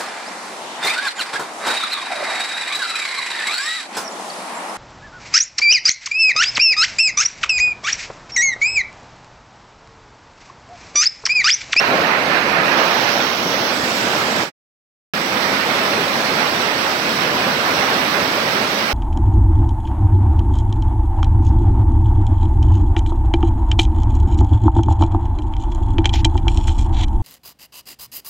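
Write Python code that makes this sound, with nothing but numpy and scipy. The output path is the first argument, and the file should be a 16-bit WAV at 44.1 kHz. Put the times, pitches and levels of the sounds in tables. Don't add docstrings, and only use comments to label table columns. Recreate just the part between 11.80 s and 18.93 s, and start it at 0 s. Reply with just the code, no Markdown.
import sys
import numpy as np
from scipy import signal
from scipy.io import wavfile
from scipy.ndimage import uniform_filter1d, minimum_filter1d

SR = 44100
rng = np.random.default_rng(int(sys.argv[2]) if len(sys.argv) > 2 else 0)


def undo_db(level):
    steps = np.asarray(level, float) / 20
    return 10 ** steps


def dump(signal):
    limited = np.clip(np.atleast_2d(signal).T, -1, 1)
    pcm = np.round(limited * 32767).astype(np.int16)
    wavfile.write(sys.argv[1], SR, pcm)


N = 314433
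FRAME = 1024


def along(points, hz):
    point_hz, value = np.transpose(points)
    return np.interp(np.log(hz + 1), np.log(point_hz + 1), value)


def curves(rows, t):
    s, *columns = np.transpose(rows)
    return [np.interp(t, s, column) for column in columns]


def unit(x):
    return x / np.sqrt(np.mean(np.abs(x) ** 2) + 1e-20)


def patches(shape, tall, wide):
    field = rng.standard_normal(shape)
    field = uniform_filter1d(field, tall, axis=-2)
    return unit(uniform_filter1d(field, wide, axis=-1))


def rain():
    streams = impacts(spread_db=3.5, far_db=1.5)
    hz, t, (a, b) = signal.stft(streams, SR, nperseg=FRAME, noverlap=FRAME * 3 // 4)
    shared_swells = 0.45 * patches(a.shape, tall=90, wide=12)
    sheets = shared_swells + 0.94 * patches((2,) + a.shape, tall=9, wide=8)
    rings = 1.5 * patches(a.shape, tall=2, wide=5) / (1 + (700 / (hz[:, None] + 1)) ** 2)
    colour = undo_db(port_colour(hz, t) + gusts(hz, t) + sheets + rings + shelter(hz))
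    spectra = arrival(hz, t, a, b) * colour
    heard = signal.istft(spectra, SR, nperseg=FRAME, noverlap=FRAME * 3 // 4)[1]
    return undo_db(-7) * heard[:, :N]


def impacts(spread_db, far_db):
    chance, blur = rng.random((2, N)), rng.standard_normal((2, N))
    sign, size = rng.standard_normal((2, 2, N))
    near = (chance < 6000 / SR) * np.sign(sign) * undo_db(spread_db * size)
    return unit(unit(near) + undo_db(far_db) * blur)


# time in seconds, strength in dB, swing towards the left port in dB.
DOWNPOUR = [(0, 2.5, 4.8), (.2, 3.6, 4), (.5, 1.8, 3), (.7, 2.3, -.3), (.98, 4.5, 4.2), (1.25, 1.4, 2.2),
            (1.68, -1.5, 7), (1.84, .2, 6.5), (1.96, -2, .7), (2.2, .2, 1.2), (2.6, 1.7, 1.8),
            (3.34, -1.9, 1.6), (4.1, -1.3, 2), (4.4, -2.2, 1.8), (5.72, -2.2, 2), (5.92, -.4, 1.8),
            (6.62, -2.2, 2), (6.9, -2.9, 2)]


def gusts(hz, t):
    strength, swing = curves(DOWNPOUR, t)
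    drift = unit(uniform_filter1d(patches((4, 1, len(t)), tall=1, wide=16)[:, 0], size=12))
    rumble = -1.5 + 0.26 * strength + 0.77 * drift[0]
    fizz = 0.18 * strength + 0.27 * drift[1]
    flurries = 0.51 * drift[2:]
    roars = strength + np.array([swing, -swing]) / 2 + flurries
    low = 1 / (1 + (hz / 480) ** 4)
    high = 1 / (1 + (3700 / (hz + 1)) ** 4)
    outer_bands = np.outer(low, rumble) + np.outer(high, fizz)
    return np.array([outer_bands + np.outer(1 - low - high, roar) for roar in roars])


# frequency in Hz, correlation from -1 to 1.
LIKENESS = [(25, .3), (45, 0.78), (90, .89), (200, 1), (520, 0.81), (860, .47), (1300, 0.11), (1750, -0.42),
            (2500, 0), (10500, 0.17), (12500, 0.1), (14000, .45), (15600, .45)]
# time in seconds, lag of the left port in ms.
HEADING = [(0, 0.019), (1.0, .105), (1.9, -0.013), (2.8, -.074), (3.2, 0.15)]


def arrival(hz, t, a, b):
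    turn = np.arccos(np.clip(along(LIKENESS, hz), -1, 1))[:, None] / 2
    (lag_ms,) = curves(HEADING, t)
    phase = np.outer(2 * np.pi * hz / (1 + (hz / 1600) ** 4), lag_ms / 1000)
    common, differing = np.cos(turn) * a, np.sin(turn) * b
    left = (common + differing) * np.exp(-.5j * phase)
    right = (common - differing) * np.exp(.5j * phase)
    return np.array([left, right])


# frequency in Hz, response in dB per Hz.
LEFT_PORT = [(25, -38.5), (90, -10.5), (200, -0.5), (600, -1.5), (1500, -4.5), (2700, -12.5), (4000, -16),
             (5000, -25.5), (6300, -27.5), (7900, -18), (8500, -25), (11600, -27), (13000, -29),
             (15700, -31.5)]
RIGHT_PORT = [(25, -38), (90, -10.5), (200, 1.85), (600, -1.45), (1700, -1.42), (2700, -3.5), (5600, -5),
              (6200, -10), (6500, -22), (7300, -31), (9000, -35.5), (12000, -27.5), (14000, -25),
              (15700, -22)]
# frequency in Hz, change in dB.
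LEFT_PALM = [(600, -1), (2000, -6), (4000, -7), (5200, 6.5), (6400, 9.5), (7100, -6), (8000, -7.5),
             (8800, -8.5), (12000, -1), (15700, -4)]
LEFT_CUPPED = [(600, -1.6), (2200, 0), (4500, -3), (6000, 6.5), (7000, 11.5), (8000, 4.5), (10000, 2),
               (11000, 1), (15700, -0.5)]
RIGHT_COVERED = [(300, -1.5), (800, 2.5), (1500, 4.5), (2450, 4.5), (3250, -4), (4200, -2.5), (5000, -6),
                 (5900, -11.5), (7000, -9), (9000, -8.5), (12000, -9), (15700, -7)]
RIGHT_OPEN = [(300, -0.7), (900, 5), (2000, 4.5), (3500, 2.1), (5000, 0.2), (7000, 3.5), (8000, -1),
              (12000, 1), (14500, 3.5), (15700, 3.5)]
GRIP = [
    (0, 0.96, 0, 1, 0.27),
    (.84, 0.7, 0.05, 1, 0.06),
    (1.0, 0.7, 0, 0.22, 1),
    (1.88, 0.77, 0, 0.01, 1),
    (1.94, 0, 0.6, 0.43, 0.7),
    (2.0, 0.02, 0.8, 0.2, 0.4),
    (2.8, 0.3, 0.93, 0.43, 0),
    (3.2, 0, 0.01, 0.38, 0.7),
]


def port_colour(hz, t):
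    palm, cupped, covered, opened = curves(GRIP, t)
    left_db = along(LEFT_PORT, hz)[:, None] + np.outer(along(LEFT_PALM, hz), palm)
    left_db = left_db + np.outer(along(LEFT_CUPPED, hz), cupped)
    right_db = along(RIGHT_PORT, hz)[:, None] + np.outer(along(RIGHT_COVERED, hz), covered)
    right_db = right_db + np.outer(along(RIGHT_OPEN, hz), opened)
    return np.array([left_db, right_db])


# frequency in Hz, width in Hz, boost in dB.
SHELTER = [
    (250, 74, 1.5),
    (571, 52, 3),
    (780, 20, 1),
]


def shelter(hz):
    return sum(db / (1 + ((hz - centre) / width) ** 2) for centre, width, db in SHELTER)[:, None]


# start in seconds, level in dB before a lift of 9 left and 12 right, ring in Hz,
# left-right difference in dB before that lift.
TICKS = [
    (.151, -36.5, 15000, -2),
    (.179, -24, 13980, -3.5),
    (.246, -31, 14100, -2),
    (1.210, -34.5, 14000, -13),
    (1.802, -25.5, 14540, -10),
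]


def ticks():
    out, t = np.zeros((2, N + SR)), np.arange(SR // 50) / SR
    for s, db, hz, pan_db in TICKS:
        envelope = undo_db(db - 60 * t / .002) * (1 - np.exp(-t / .0002))
        ring = envelope * np.sin(2 * np.pi * hz * t)
        out[:, round(s * SR):][:, :len(t)] += ring * undo_db([[pan_db / 2 + 9], [12 - pan_db / 2]])
    return out[:, :N]


# start in seconds, peak in dB, frequency in Hz, 60 dB decay time in seconds.
KNOCKS = [
    (0.782, -15, 158, 0.073),
]


def knocks():
    out, t = np.zeros(N + SR), np.arange(SR // 5) / SR
    for s, db, hz, t60 in KNOCKS:
        envelope = undo_db(db - 60 * t / t60) * (1 - np.exp(-t / 0.0029))
        out[round(s * SR):][:len(t)] += envelope * np.sin(2 * np.pi * hz * t)
    return out[:N]


def scene():
    return rain() + ticks() + knocks()


def limiter(x):
    needed = np.minimum(1, .93 / (np.abs(x).max(axis=0) + 1e-9))
    return x * uniform_filter1d(minimum_filter1d(needed, size=257), size=257)


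# frequency in Hz, step in dB.
ROUNDING = [(100, -22), (700, -15), (1400, -6), (3000, -1), (5500, -.5), (7300, -.5), (9000, -3),
            (12000, -2.5), (15500, -2)]


def phone_rounding(x, thrift, fickle_db, even_db, lose_side, lose_mid):
    n, k = np.arange(2 * FRAME)[:, None] + .5, np.arange(FRAME) + .5
    window = np.sin(np.pi * n / (2 * FRAME))
    basis = window * np.cos(np.pi / FRAME * (n + FRAME / 2) * k) * np.sqrt(2 / FRAME)
    lead, count = 2 * FRAME - 544, N // FRAME + 4
    padded = np.pad(x, ((0, 0), (lead, count * FRAME - lead - N)), "reflect")
    halves = padded.reshape(2, count, FRAME)
    lines = np.concatenate([halves[:, :-1], halves[:, 1:]], axis=2) @ basis
    lines = lines.reshape(2, count - 1, 64, 16)
    hz = (np.arange(64) + .5) * SR / 128
    level_db = 10 * np.log10(np.mean(lines ** 2, axis=3) + 1e-12)
    fickle = rng.standard_normal((2, count - 1, 32)).repeat(2, axis=2)
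    dice = rng.random((count - 1, 32)).repeat(2, axis=1)

    gap_db = uniform_filter1d(level_db[0] - level_db[1], size=3, axis=0)
    gap_db = uniform_filter1d(gap_db, size=2, axis=1)
    joined = (np.abs(gap_db) < even_db) & (hz > 5000)

    def swap(pair):
        rotated = np.array([pair[0] + pair[1], pair[0] - pair[1]]) / np.sqrt(2)
        return np.where(joined[..., None], rotated, pair)

    lost = joined & np.array([dice < lose_mid, dice > 1 - lose_side])
    keep = ~lost[..., None]
    step_db = level_db + along(ROUNDING, hz) - thrift * np.maximum(level_db + 17, -26)
    step = undo_db(step_db + fickle_db * fickle)[..., None]
    step = step * np.where(joined, undo_db(3.5 * dice), 1)[..., None]
    pair = swap(lines) * keep * np.where(keep[0] & keep[1], 1, undo_db(3.5))
    rounded = swap(np.sign(pair) * np.floor(np.abs(pair) / step + .4054) * step)
    band = np.arange(FRAME) * SR / (2 * FRAME) < 15830
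    blocks = (rounded.reshape(2, count - 1, FRAME) * band) @ basis.T
    out = blocks[:, 1:, :FRAME] + blocks[:, :-1, FRAME:]
    return out.reshape(2, -1)[:, lead - FRAME:][:, :N]


# time in seconds, level in dB.
FADE = [(2.63, -1), (2.655, -7), (2.68, -11), (2.693, -17), (2.703, -32), (2.712, -42), (2.718, -70)]


def fade_and_return():
    t, return_s = np.arange(N) / SR, 3.3362
    recover = undo_db(-1.3 * np.exp(-np.abs(t - return_s) / 0.42))
    fade = np.where(t < 3, undo_db(curves(FADE, t)[0]), recover)
    sounding = (t < FADE[-1][0]) + np.clip((t - return_s) / .0001, 0, 1)
    return fade * sounding


def top_cut(x):
    return signal.sosfilt(signal.butter(12, 16050, fs=SR, output="sos"), x)


def record(dry):
    rounded = phone_rounding(limiter(dry), thrift=.35, fickle_db=2, even_db=4.5, lose_side=.45, lose_mid=.17)
    return top_cut(rounded * fade_and_return())


dry = scene()
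out = record(dry)
dump(out)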